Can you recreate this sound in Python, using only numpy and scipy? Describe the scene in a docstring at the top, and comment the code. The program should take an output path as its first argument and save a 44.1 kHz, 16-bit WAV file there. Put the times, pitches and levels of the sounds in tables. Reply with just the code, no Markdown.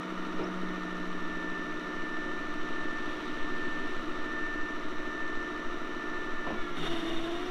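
"""Some way off, a six-cylinder diesel tipper runs at fast idle on a river bank; wind nudges the
microphone and a bird chirps now and then. The steel tray thuds as the hoist starts to lift it, the oil
pump hums and the gears build to a whine. Midway, dirt slides out and rumbles onto a heap. Near the top
the tray thuds again, the engine sags, the gears run down and oil hisses through a valve that snaps open.
Then the engine picks up speed again."""
import sys
import numpy as np
from scipy import signal
from scipy.fft import rfft, irfft
from scipy.io import wavfile

SR = 44100
rng = np.random.default_rng(int(sys.argv[2]) if len(sys.argv) > 2 else 0)


def wav_record(signal):
    """Record a signal, one row per channel, as 16-bit PCM in the file named by sys.argv[1]."""
    frames = np.transpose(np.atleast_2d(signal))
    bounded = np.clip(frames, -1, 1)
    # unit amplitude maps onto the largest positive 16-bit level
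    quanta = np.round(bounded * 32767).astype(np.int16)
    wavfile.write(sys.argv[1], SR, quanta)


N = 330926
T = np.arange(N) / SR
FREQS = np.arange(N // 2 + 1) * SR / N
# Moments in the lift: the hoist takes the weight, the load is lightest, the gears let go, the valve opens.
BITE_S, LIGHTEST_S, RELEASE_S, OPEN_S = .4, 4.4, 6.6, 6.74


def undb(db):
    """Turns decibels into a gain."""
    return 10 ** (np.asarray(db) / 20)


def colour(table, hz):
    """Gain at these frequencies, read from rows of frequency and dB."""
    points_hz, db = np.transpose(table)
    return undb(np.interp(np.log(hz + 1e-6), np.log(points_hz), db))


def shaped(x, table):
    """Filters a sound by a table of levels, fading out the treble above its last row."""
    roll_off = 1 / np.sqrt(1 + (FREQS / (1.3 * table[-1][0])) ** 8)
    return irfft(rfft(x) * colour(table, FREQS) * roll_off, N) * np.sqrt(SR / 2)


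def unit(x):
    """Scales a signal to an average strength (rms) of 1."""
    return x / np.sqrt(np.mean(x ** 2))


def noise():
    """White noise, an even hiss."""
    return rng.standard_normal(N)


def wander(hz):
    """A smooth random wobble, mostly slower than hz."""
    return unit(irfft(rfft(noise()) / (1 + (FREQS / hz) ** 4), N))


def tone(turns):
    """A pure tone, one wave per turn, starting at a random point in the wave."""
    return np.sqrt(2) * np.sin(2 * np.pi * (turns + rng.random()))


def ramp(start_s, length_s):
    """A smooth step from 0 to 1."""
    along = np.clip((T - start_s) / length_s, 0, 1)
    return (1 - np.cos(np.pi * along)) / 2


def swell(centre_s, half_width_s):
    """A bell-shaped rise to 1 and fall."""
    return np.exp(-((T - centre_s) / half_width_s) ** 2)


def fade(start_s, db_per_s):
    """Holds at 1, then dies away steadily."""
    return undb(-db_per_s * np.maximum(T - start_s, 0))


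# Wind on the microphone. Each row: frequency in Hz, level in dB.
WIND_SPECTRUM = [(1, -53), (3, -40), (8, -46), (15, -51), (25, -73), (45, -74), (80, -89), (150, -87),
                 (500, -125)]

def wind(start_db=-3.5, db_per_s=.66):
    """A breeze rises with a deep flutter, then grows steadily."""
    return shaped(noise(), WIND_SPECTRUM) * undb(start_db + db_per_s * T) * ramp(0, .25)


# The bird's calls. Each row: start in seconds, level in dB.
BIRD_CHIRPS = [(.432, -55), (2.12, -63), (6.497, -65), (7.45, -58)]

def bird(start_hz=4900, rise_hz=1100, length_s=.0245):
    """Short upward chirps from the trees."""
    chirps = 0
    for start_s, db in BIRD_CHIRPS:
        along = np.clip((T - start_s) / length_s, 0, 1)
        turns = np.cumsum(start_hz + rise_hz * along) / SR
        chirps += undb(db) * np.sin(np.pi * along) * tone(turns)
    return chirps


# Dirt sliding on steel, and dirt landing on the heap. 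Each row: frequency in Hz, level in dB.
SLIDE_SPECTRUM = [(60, -86), (130, -82.5), (280, -68), (500, -82.5), (1000, -87), (2500, -84.5),
                  (3700, -85), (5000, -100), (8000, -110), (15000, -124)]
HEAP_SPECTRUM = [(60, -82), (150, -83.5), (260, -68), (390, -67.5), (520, -87), (1000, -105)]

def dirt(grains_per_s=9000, trickle_db=-11, rush_db=-4.5, rush_s=3.41, fall_s=.41):
    """Crumbs trickle off the steel floor; one long rush lands on the heap a moment later."""
    grains = (rng.random(N) < grains_per_s / SR) * noise()
    pour = undb(trickle_db) + undb(rush_db) * swell(rush_s, .82)
    landing = swell(rush_s + fall_s, .35) * undb(2 * wander(12))
    slide = shaped(unit(grains), SLIDE_SPECTRUM) * pour * undb(wander(4.7))
    return slide + shaped(noise(), HEAP_SPECTRUM) * landing


# The tray's thuds. Each row: start in seconds, crash level in dB, crash decay in seconds,
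# boom pitch in Hz, boom level in dB.
TRAY_THUDS = [(0.39, -0.5, 0.049, 436, -32.5), (.403, -10, 0.067, 369, -32), (6.465, 5, 0.035, 448, -42),
              (6.498, -5, 0.049, 304, -31.5), (6.525, -13, 0.07, 219, -34)]
# The dull crash of steel. Each row: frequency in Hz, level in dB.
CRASH_SPECTRUM = [(40, -61), (120, -74), (220, -64.5), (330, -56), (450, -63.5), (650, -66), (800, -71),
                  (1000, -67.5), (1500, -79), (3000, -82.5), (6000, -115)]

def tray(attack_s=.0042, boom_decay_s=.027):
    """The tray shifts on the ram that lifts it: a dull crash, and a panel booms briefly."""
    blows, boom = 0, 0
    for start_s, crash_db, decay_s, boom_hz, boom_db in TRAY_THUDS:
        age = np.maximum(T - start_s, 0)
        onset = 1 - np.exp(-age / attack_s)
        blows += undb(crash_db) * onset * np.exp(-age / decay_s)
        boom += undb(boom_db) * onset * np.exp(-age / boom_decay_s) * tone(boom_hz * age)
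    return shaped(noise() * blows, CRASH_SPECTRUM) + boom


def valve_flow(leak_s=6.45, leak_db=-17.5, snap_s=.056):
    """A little oil leaks through, then the valve snaps open and the pressure drains."""
    leak = undb(leak_db) * ramp(leak_s, .092)
    return leak + ramp(OPEN_S, snap_s) * fade(OPEN_S + snap_s, db_per_s=13)


# The hiss of the oil jet. Each row: frequency in Hz, level in dB.
JET_SPECTRUM = [(40, -80), (80, -76), (130, -74.5), (240, -66.5), (330, -62.5), (480, -72.5), (580, -81),
                (690, -71), (850, -77.5), (1300, -74), (2100, -77.5), (2500, -84), (3400, -76.5),
                (4700, -95.5), (5800, -98), (7000, -99), (12500, -108), (15500, -117)]
# The valve's whistles. Each row: pitch in Hz, width in Hz, level in dB.
VALVE_WHISTLES = [(2876, 56, -70), (3644, 31, -65), (4370, 50, -84), (5620, 80, -88), (5780, 57, -84),
                  (10500, 99, -99)]

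def valve(flow, squeal_db=3):
    """Oil jets through the relief valve and makes it whistle, hardest just after it opens."""
    ringing = 0
    for hz, width_hz, db in VALVE_WHISTLES:
        off_pitch = (FREQS - hz) / width_hz
        ringing += undb(db) / (1 + 2j * off_pitch) / (1 + (off_pitch / 6) ** 2)
    whistle = irfft(rfft(noise()) * ringing, N) * np.sqrt(SR / 2)
    squeal = undb(squeal_db * swell(OPEN_S + .16, .085))
    hiss = shaped(noise(), JET_SPECTRUM)
    return (hiss + whistle * squeal) * flow * undb(wander(30))


def pump(drive, pulses_per_cycle=13.45, idle_db=-45.5, full_db=-42, pipe_hz=164, pipe_width_hz=3.25):
    """Oil pulses hum as the hoist takes the weight; later the slowing pump briefly makes a pipe ring."""
    hz = pulses_per_cycle * drive
    turns = np.cumsum(hz) / SR
    pressure = undb(idle_db + (full_db - idle_db) * ramp(BITE_S, .064))
    pressure *= fade(BITE_S + .25, db_per_s=9.5)  # eases as the tray steepens
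    pipe = undb(-41.5) / abs(1 + 2j * (hz - pipe_hz) / pipe_width_hz)
    overtone = undb(-63) * tone(3 * turns)
    hum = (pressure + pipe) * tone(turns) + overtone
    return hum * undb(.9 * wander(12))


def drive_speed(speed, slowing_per_s=5.0):
    """The hoist's drive follows the engine until it is let go, then friction slows it evenly."""
    coasting = np.interp(RELEASE_S, T, speed) - slowing_per_s * (T - RELEASE_S)
    return np.where(T < RELEASE_S, speed, coasting)


def tray_echo_gain(dip_s=4.062, beats_per_s=1.237, slowing_per_s=.089):
    """An echo off the rising tray boosts and weakens the whine in turn, ever more slowly."""
    since = T - dip_s
    lag_turns = beats_per_s * since - slowing_per_s * since ** 2 / 2
    echo = .35 + .52 * swell(4.6, .62)  # strongest while the tray faces the listener
    return abs(1 - echo * np.exp(2j * np.pi * lag_turns))


# Gear tones under load, and when running down. 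Each row: multiple of the drive speed, level in dB.
LOADED_GEAR_TONES = [(132, 0), (131, -23), (130, -21), (133, -25), (198, -24), (264, -38)]
COASTING_GEAR_TONES = [(106, 3), (170, -3), (262, -7)]

def gears(drive, whine_db=-43, unloaded_db=-13, build_s=1.52, ease_db=-1.5, coast_db=-52):
    """Gear teeth whine in step with the engine, then rattle loosely as they run down."""
    turns = np.cumsum(drive) / SR
    whine = sum(undb(db) * tone(round(k) * turns + .026 * wander(25)) for k, db in LOADED_GEAR_TONES)
    rattle = sum(undb(db + 3 * wander(22)) * tone(round(k) * turns + .074 * wander(40))
                 for k, db in COASTING_GEAR_TONES)
    load_db = unloaded_db * (1 - ramp(0, build_s)) + ease_db * ramp(LIGHTEST_S, RELEASE_S - LIGHTEST_S)
    loaded = undb(whine_db + load_db + .65 * wander(17)) * (1 - ramp(RELEASE_S, .23))
    loose = undb(coast_db) * ramp(RELEASE_S - .093, .093) * fade(RELEASE_S, db_per_s=8)
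    return whine * loaded * tray_echo_gain() + rattle * loose


# The engine's sag and recovery. Each row: start in seconds, length in seconds, change in cycles a second.
SAG_AND_RECOVERY = [(6.46, .64, -1.16), (7.168, .46, 1.6)]

def engine_speed(free_speed=13.76, droop=.265, creep_per_s=.0105, relief=.075):
    """Engine cycles a second: the tray's weight slows it a little; at the top it sags and recovers."""
    lost = droop * ramp(BITE_S, .78) + creep_per_s * T - relief * swell(LIGHTEST_S, 1.3)
    changes = sum(change * ramp(start_s, length_s) for start_s, length_s, change in SAG_AND_RECOVERY)
    return free_speed - lost + changes


def engine_drone(turns, waves_per_cycle=26.9, start_db=-54.5, db_per_s=1.2, strain_db=-38, strain_s=6.83):
    """A wavering tone follows the engine; under strain it swells and gains a rough overtone."""
    strain = ramp(strain_s, .11)
    phase = waves_per_cycle * turns + .038 * strain * wander(26)
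    calm = undb(start_db + db_per_s * T) * (1 - strain) * tone(phase)
    overtone = undb(-9) * tone(2 * phase + .11 * wander(30))
    growl = undb(strain_db) * strain * (tone(phase) + overtone)
    return (calm + growl) * undb(1.45 * wander(8.3))


# The six firings. Each row: place in the cycle from 0 to 1, exhaust thump in dB, block knock in dB.
CYLINDER_FIRINGS = [(0.099, -1.5, 3.5), (.27, -9.5, 4.5), (.44, -3.5, 10), (.55, -4.5, -4), (0.691, 7, 5),
                    (.95, -3.5, -5)]
THUMP_COLUMN, KNOCK_COLUMN = 1, 2

def firing_pulses(turns, decay_cycles, depth, column):
    """Loudness through the engine cycle: each cylinder strikes and dies away over a steady level."""
    strikes = sum(undb(row[column]) * np.exp(-((turns - row[0]) % 1) / decay_cycles)
                  for row in CYLINDER_FIRINGS)
    return unit(1 + depth * (unit(strikes) - 1))


# The engine's strongest tones. 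Each row: multiple of the engine speed, level in dB.
STRONG_TONES = [(6, -74.5), (9, -73.5), (12, -60.5), (16, -60.5), (18, -52.5), (22, -50.5), (23, -46.5),
                (26, -53), (33, -57), (40, -64.5), (45, -61.5), (48, -58.5), (51, -62.5), (53, -60),
                (66, -59), (68, -63), (72, -60.5), (90, -51), (99, -56), (106, -53)]
# How the exhaust and engine block ring. Each row: frequency in Hz, level in dB.
BODY_SPECTRUM = [(100, -115), (150, -80), (220, -65), (300, -58), (380, -64.5), (470, -69.5), (680, -65.5),
                 (790, -80), (900, -71), (1040, -73.5), (1170, -58), (1290, -64.5), (1380, -59),
                 (1520, -76.5), (1750, -78), (2600, -86)]

def engine_beat(turns, idle_speed, thump_decay, knock_decay, echo=.11, size=2048):
    """One cycle of low thumps and higher knocks repeats, ringing through the exhaust and block."""
    place = np.arange(size) / size
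    hz = np.arange(size // 2 + 1) * idle_speed
    thumps = rfft(rng.standard_normal(size) * firing_pulses(place, thump_decay, .61, THUMP_COLUMN))
    knocks = rfft(rng.standard_normal(size) * firing_pulses(place, knock_decay, .26, KNOCK_COLUMN))
    tones = np.where(hz < 500, thumps, knocks)
    # The firings set each tone's timing; the levels are evened out, then the strong tones are set.
    gain = np.sqrt(abs(tones) / np.sqrt(size)) * (hz > 50) * (hz < 3000)
    for multiple, db in STRONG_TONES:
        k = int(round(multiple))
        gain[k] = undb(db) / colour(BODY_SPECTRUM, hz[k])
    cycle = irfft(gain * tones / abs(tones)) * size / np.sqrt(SR)
    direct = np.interp(turns, place, cycle, period=1)
    # The echo off the rising tray comes ever later, so each tone swells and fades in its own time.
    bounced = np.interp(turns - .12 - .00507 * T, place, cycle, period=1)
    return shaped(direct + echo * bounced, BODY_SPECTRUM)


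# Engine noise that never repeats, low and high. Each row: frequency in Hz, level in dB.
RUMBLE_SPECTRUM = [(40, -100), (115, -97), (200, -82.5), (310, -69.5), (400, -70.5), (480, -80.5),
                   (680, -78), (800, -86), (890, -79.5), (1400, -76), (1540, -84), (1780, -74), (2100, -83),
                   (2500, -100)]
CLATTER_SPECTRUM = [(1500, -105), (2250, -82.5), (2700, -87.5), (2980, -81.5), (3250, -91.5), (3750, -84),
                    (4300, -94.5), (5000, -101), (5450, -96), (5850, -92.5), (6400, -103), (7600, -107),
                    (9200, -111.5), (10000, -115), (15500, -119)]

def engine(turns, speed, flow, thump_decay=.066, knock_decay=.045, db_per_speed=4, sag_db=-6.0):
    """The diesel's beat, weaker when it slows or the valve flows, with noise pulsing at each firing."""
    idle_speed = np.median(speed)
    beat = engine_beat(turns, idle_speed, thump_decay, knock_decay)
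    effort_db = -.33 + db_per_speed * (speed - idle_speed) + sag_db * flow
    rumble = shaped(noise() * firing_pulses(turns, thump_decay, .085, THUMP_COLUMN), RUMBLE_SPECTRUM)
    clatter = shaped(noise() * firing_pulses(turns, knock_decay, .15, KNOCK_COLUMN), CLATTER_SPECTRUM)
    return beat * undb(effort_db + .46 * wander(25)) + rumble + clatter


def scene():
    """Mixes the engine, the hoist it drives, the wind and the bird into one channel."""
    flow, speed = valve_flow(), engine_speed()
    drive = drive_speed(speed)
    turns = np.cumsum(speed) / SR + .00038 * wander(4.8)  # engine cycles so far
    # Each knock is a shade early or late, more so when the valve loads the engine.
    stumble = .00026 * wander(60) + .0044 * flow * wander(18)
    motor = engine(turns + stumble, speed, flow) + engine_drone(turns)
    hoist = gears(drive) + pump(drive) + valve(flow) + dirt() + tray()
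    return (motor + hoist + wind() + bird())[None]


def record(dry, top_hz=15750):
    """Cuts off the very highest treble."""
    return signal.sosfilt(signal.ellip(10, .1, 70, top_hz, fs=SR, output="sos"), dry)


dry = scene()
out = record(dry)
wav_record(out)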